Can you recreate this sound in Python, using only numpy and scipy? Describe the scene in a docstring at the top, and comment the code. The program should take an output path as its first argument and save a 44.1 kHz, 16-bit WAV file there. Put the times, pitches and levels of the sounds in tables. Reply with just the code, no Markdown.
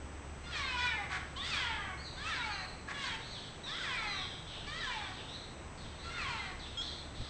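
"""Parakeets screech and bark around a backyard feeder: a buzzing syrinx and puffs of rasp, shaped by
throat and beak. Each screech swells, slides down in pitch and echoes off fences and walls.
Short whistled chirps answer from the trees, and one close chip is sharp like a click.
Underneath sits a bed of distant rumble, low hum, a thin steady whine and a few soft bumps."""
import sys
import numpy as np
from scipy import signal
from scipy.fft import rfft, irfft
from scipy.io import wavfile
from scipy.ndimage import uniform_filter1d

SR = 44100
rng = np.random.default_rng(int(sys.argv[2]) if len(sys.argv) > 2 else 0)


def bounce(signal):
    """Save signal as a 16-bit WAV file at the path given by the first command-line argument."""
    frames = np.transpose(np.atleast_2d(signal))
    limited = np.clip(frames, -1, 1)
    pcm = np.round(limited * 32767).astype(np.int16)
    wavfile.write(sys.argv[1], SR, pcm)


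N = 321489
TIME = np.arange(N) / SR

# EQ curve of the distant rumble and hiss: f/Hz, relative level/dB
RUMBLE_EQ = [(18,-20),(30,-3.5),(42,-13.5),(60,-11),(110,-9.5),(200,-15.5),(400,-19),(1000,-22),(2400,-28),(3000,-31.5),(4600,-38.5),(8500,-41)]
# level ride of the hum: t/s, level/dB
HUM_RIDE = [(0,-49),(2.8,-54.5),(3.3,-64),(5.3,-63.5),(5.6,-56),(7.29,-52.5)]
# tones of the whine: f/Hz, level/dB
WHINE_TONES = [(6050,-72),(7866,-76.5),(8000,-66.5)]
# screeches: start t/s, rise/s, fall/s, start f/Hz, crest f/Hz, rest f/Hz, glide/s, relative level/dB,
# opening against that level/dB, time to the burst/s, hold (exponent of the fade curve),
# treble/dB, dulling/(dB/s), rasp/dB, first beak f/Hz, last beak f/Hz
SCREECH_CUES = [ (.43, 0.083, 0.35, 692, 713.3, 561, 0.059,  -40, -11, 0.094, 10,  -0.5, 15, -9, 2770, 2460),
                (.77, 0.094, 0.2, 491, 494.5, 424, 0.13,  -32.5, -5, 0.057, 0.64,  -4, 141, -12.5, 2430, 2150),
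                (1.355, 0.13, 0.48, 490.3, 748.3, 499, 0.081,  -37.5, -7.5, 0.17, 2.3,  4.5, 54, -7, 3700, 3150),
                (2.16, .13, 0.38, 480.5, 680.2, 470.6, .075,  -38.5, -6.5, .09, 2.1,  -3, 24, -7, 1280, 950),
                (2.93, .09, 0.16, 577.5, 554.7, 448.6, .11,  -39.5, -6, .10, 2.1,  0, 7, -3.5, 2360, 2100),
                (3.655, .149, 0.46, 485.7, 809.3, 492.2, .064,  -39.5, -5, 0.18, 3.3,  -3, 10, -7, 1510, 2150),
                (4.66, .14, 0.33, 551.5, 681.3, 456, 0.084,  -40, -4, 0.15, 2,  -2, 12, -7.5, 1950, 2060),
                (6.03, 0.14, .36, 659, 725.6, 459.5, 0.1,  -40.5, -6, 0.13, 2.8,  -4.5, 1.5, -6, 2850, 2030)]
# EQ curve of the rasp: f/Hz, relative level/dB
RASP_EQ = [(800,-4.5),(1700,5.5),(4300,2),(8000,-10.5)]
# resonances of throat and beak: f/Hz, relative level/dB
THROAT_EQ = [(400,-27.5),(600,-15),(750,0),(980,2),(1280,-1),(1750,1),(2100,-2.5),(2420,-3.5),(2800,-10),(3400,-8),(4300,-11.5),(5100,-13),(6500,-11),(8500,-9)]
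# slaps off fence and wall: delay t/s, relative level/dB
WALL_SLAPS = [(.011,-8),(.036,-11)]
# hoarse barks: start t/s, length/s, pitch f/Hz, relative level/dB, treble/dB, beak f/Hz
BARK_CUES = [(1.091, 0.1, 373.2, -37, -8, 2200), (2.868, 0.073, 565, -40, -9, 1750)]
# chirps, one slur each: start t/s, length/s, first f/Hz, last f/Hz, dry level/dB, warble (share of pitch)
CHIRP_CUES = [(1.974,0.067,4140,4700,-56,0.013),(2.038,0.052,4550,3860,-50.5,0.034),(2.506,0.061,4620,3920,-48,0.02),
              (3.211,0.093,3630,4330,-54,0.062),(3.306,.085,4610,3025,-50,.035),(3.634,0.13,3970,3190,-47,0.031),
              (4.07,.12,4220,3683,-46.5,0.015),(4.183,0.078,3690,3126,-47.5,0.013),(4.469,0.12,3545,3390,-51,.12),
              (4.943,.06,4020,3450,-58,0.016),(5.029,.05,3750,3180,-54,0.017),(5.125,0.095,4200,2900,-53.5,0.095),(5.281,.085,3383,4195,-51,0.041),
              (5.773,0.1,4360,3214,-58,0.097),(5.984,0.083,3800,4380,-56.5,0.056),(6.591,0.082,4390,3080,-52,0.079),
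              (6.809,.076,3740,3836,-46.5,0.094),(7.147,0.15,3700,3960,-55,0.12)]
# partials of a chirp: multiple of the pitch, relative level/dB
CHIRP_TIMBRE = [(.5,-18.5),(1,-2),(1.5,-17)]
# soft bumps: centre t/s, length/s, level/dB
BUMP_CUES = [(4.637,0.091,-48),(5.858,0.074,-44.5),(7.21,0.047,-40)]
# the close chip: start t/s, length/s, first f/Hz, middle f/Hz, last f/Hz, relative level/dB
CHIP_CUE = (6.772,.052,3330,3260,3480,-35)
# partials of the chip: multiple of the pitch, relative level/dB
CHIP_TIMBRE = [(1,-0.5),(1.6,-17),(2,-22),(2.2,-22.5),(.42,-18)]


def from_db(db):
    """Decibels to gain."""
    return 10 ** (np.asarray(db) / 20)


def rms_one(x):
    """Scale to unit power."""
    return x / np.sqrt(np.mean(x ** 2) + 1e-20)


def equalise(x, curve):
    """Shape a sound with an EQ curve on a log-frequency axis; rms 1."""
    hz = np.arange(len(x) // 2 + 1) * SR / len(x)
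    curve_hz, curve_db = np.transpose(curve)
    gain_db = np.interp(np.log(np.maximum(hz, 1)), np.log(curve_hz), curve_db)
    return rms_one(irfft(rfft(x) * from_db(gain_db), len(x)))


def drift(size, rate_hz):
    """Random modulation up to about the given rate; rms 1."""
    lowpass = signal.butter(2, rate_hz, fs=SR, output="sos")
    return rms_one(signal.sosfilt(lowpass, rng.standard_normal(size + SR // 4))[-size:])


def span(start, length):
    """The times that a sound covers."""
    return TIME[(TIME >= start) & (TIME < start + length)]


def fade(t, edge_s):
    """Soft attack and release."""
    return np.sin(np.pi / 2 * np.clip(np.minimum(t - t[0], t[-1] - t) / edge_s, 0, 1))


def mix(sounds):
    """Lay (times, sound) pairs on one track."""
    track = np.zeros(N)
    for t, sound in sounds:
        track[np.searchsorted(TIME, t[0]):][:len(t)] += sound
    return track


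def rumble(level_db=-48):
    """Distant noise, heavy in the lows with a faint hiss on top."""
    return from_db(level_db) * equalise(rng.standard_normal(N), RUMBLE_EQ)


def hum(hz=71.1):
    """A low, slightly wavering tone that ducks midway and comes back."""
    level_db = np.interp(TIME, *np.transpose(HUM_RIDE))
    phase = 2 * np.pi * hz * TIME + .5 * drift(N, 3.9)
    return np.sqrt(2) * from_db(level_db) * np.sin(phase)


def whine():
    """Three thin, steady high tones."""
    return sum(np.sqrt(2) * from_db(db) * np.sin(2 * np.pi * hz * TIME) for hz, db in WHINE_TONES)


def voice(t, pitch, level_db, treble_db, rasp_db, beak_hz, beak_db=7, beak_width_hz=220, split_hz=2800):
    """The syrinx buzzes unsteadily and rasp puffs once a cycle; the beak colours the buzz, the throat colours
    both."""
    rasp = from_db(rasp_db)
    jitter = .004 * drift(len(t), 40) + .02 * rasp * drift(len(t), 250)
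    phase = 2 * np.pi * np.cumsum(pitch * (1 + jitter)) / SR
    top_hz = 4100 / rasp ** .16   # the hoarser the voice, the lower its clean overtones end
    buzz = 0
    for k in range(2, 16):   # overtones only, no fundamental
        resonance_db = beak_db / (1 + ((k * pitch - beak_hz) / beak_width_hz) ** 2)
        flicker_db = 5.5 * drift(len(t), 11.2)
        rolloff = 1 / (1 + (k * pitch / top_hz) ** 8)
        buzz += np.sin(k * phase) * from_db(resonance_db + flicker_db) * rolloff
    puffs = equalise(rng.standard_normal(len(t)) * (1 + np.cos(phase)), RASP_EQ)
    call = equalise(rms_one(buzz) + rasp * puffs, THROAT_EQ)
    # set the brightness: level the low and high bands, then mix them by the given treble
    low = signal.sosfiltfilt(signal.butter(6, split_hz, fs=SR, output="sos"), call)
    high = call - low
    low, high = [band / np.sqrt(uniform_filter1d(band ** 2, size=1800) + 1e-9) for band in (low, high)]
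    return t, from_db(level_db - 2) * (low + from_db(treble_db) * high) * fade(t, .025)


def screech(start, rise, fall, start_hz, crest_hz, rest_hz, glide, level_db, opening_db, burst, hold,
            treble_db, dulling, rasp_db, first_beak_hz, last_beak_hz):
    """A held-back opening, a burst near the crest, then a slide that sags, dulls and fades."""
    burst_s, beak_move_s, entry_db, fade_db = .021, .19, -2, 10
    sag_hz_per_s = 300   # the pitch sinks as the breath runs out
    t = span(start, rise + fall)
    since_crest = t - start - rise
    to_climb, after = np.maximum(-since_crest / rise, 0), np.maximum(since_crest, 0)
    slide_hz = rest_hz + (crest_hz - rest_hz) * np.exp(-after / glide) - sag_hz_per_s * after
    held_back = .5 - .5 * np.tanh((t - start - burst) / burst_s)
    envelope_db = entry_db * to_climb + opening_db * held_back - fade_db * (after / fall) ** hold
    # the beak's resonance makes one overtone pierce; it sweeps from the crest on
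    sweep = np.sin(np.pi / 2 * np.minimum(after / beak_move_s, 1)) ** 2
    return voice(t, pitch=slide_hz + (start_hz - crest_hz) * to_climb,
                 level_db=level_db + envelope_db,
                 treble_db=treble_db + .5 * held_back - dulling * after,
                 rasp_db=rasp_db - .5 * held_back,
                 beak_hz=first_beak_hz + (last_beak_hz - first_beak_hz) * sweep,
                 beak_db=7 + 3 * held_back)


def yard(x, t60_s, wet_db, slap_db, build_s, damping_hz):
    """Fence and wall add two slaps and a scattered tail that blooms and decays, all darkened."""
    t = TIME[:SR]
    tail = rng.standard_normal(SR) * from_db(-60 * t / t60_s) * (1 - np.exp(-t / build_s))
    response = from_db(wet_db) * tail / np.linalg.norm(tail)
    for delay, db in WALL_SLAPS:
        response[int(delay * SR)] += from_db(db + slap_db)
    response = signal.sosfilt(signal.butter(2, damping_hz, fs=SR, output="sos"), response)
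    return x + signal.fftconvolve(x, response)[:N]


def bark(start, length, pitch_hz, level_db, treble_db, beak_hz):
    """The parakeet's voice on one pitch, mostly rasp, loudest in the middle."""
    t = span(start, length)
    swell_db = -7.5 * np.linspace(-1, 1, len(t)) ** 2
    return voice(t, pitch_hz, level_db + swell_db, treble_db, rasp_db=6, beak_hz=beak_hz)


def whistle(start, length, first_hz, middle_hz, last_hz, level_db, warble, partials, edge_s):
    """A whistled arc through three pitches, with a fast random warble."""
    t = span(start, length)
    parabola = np.polyfit([0, .5, 1], [first_hz, middle_hz, last_hz], 2)
    arc_hz = np.polyval(parabola, (t - start) / length)
    phase = 2 * np.pi * np.cumsum(arc_hz * (1 + warble * drift(len(t), 296))) / SR
    tone = sum(from_db(db) * np.sin(k * phase) for k, db in partials)
    return t, from_db(level_db) * rms_one(tone) * fade(t, edge_s)


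def chirp(start, length, first_hz, last_hz, level_db, warble):
    """A whistled slur that starts fast and eases into its last pitch."""
    middle_hz = first_hz + .58 * (last_hz - first_hz)
    return whistle(start, length, first_hz, middle_hz, last_hz, level_db, warble, CHIRP_TIMBRE, .0062)


def bumps():
    """Soft thuds: brief swells of low noise."""
    swells = sum(from_db(db) * np.exp(-(2 * (TIME - centre) / length) ** 2)
                 for centre, length, db in BUMP_CUES)
    return swells * drift(N, rate_hz=110)


def chip():
    """One very short whistle with a click-sharp attack."""
    return whistle(*CHIP_CUE, warble=.005, partials=CHIP_TIMBRE, edge_s=.0027)


def scene():
    """Mono mix over the bed: calls across the yard, chirps farther off, the chip up close."""
    calls = mix(screech(*cue) for cue in SCREECH_CUES) + mix(bark(*cue) for cue in BARK_CUES)
    chirps = mix(chirp(*cue) for cue in CHIRP_CUES)
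    close_chip = from_db(-3.5) * mix([chip()])
    birds = (yard(calls, t60_s=.72, wet_db=-2.5, slap_db=-5, build_s=.01, damping_hz=6150)
             + yard(chirps, t60_s=.79, wet_db=4, slap_db=0, build_s=.028, damping_hz=6950)
             + yard(close_chip, t60_s=.47, wet_db=-3.5, slap_db=-20, build_s=.11, damping_hz=6000))
    return (birds + rumble() + hum() + whine() + bumps())[None]


def record(dry, cutoff_hz=8650):
    """A steep high cut on the whole mix."""
    return signal.sosfilt(signal.ellip(12, .1, 80, cutoff_hz, fs=SR, output="sos"), dry)


dry = scene()
out = record(dry)
bounce(out)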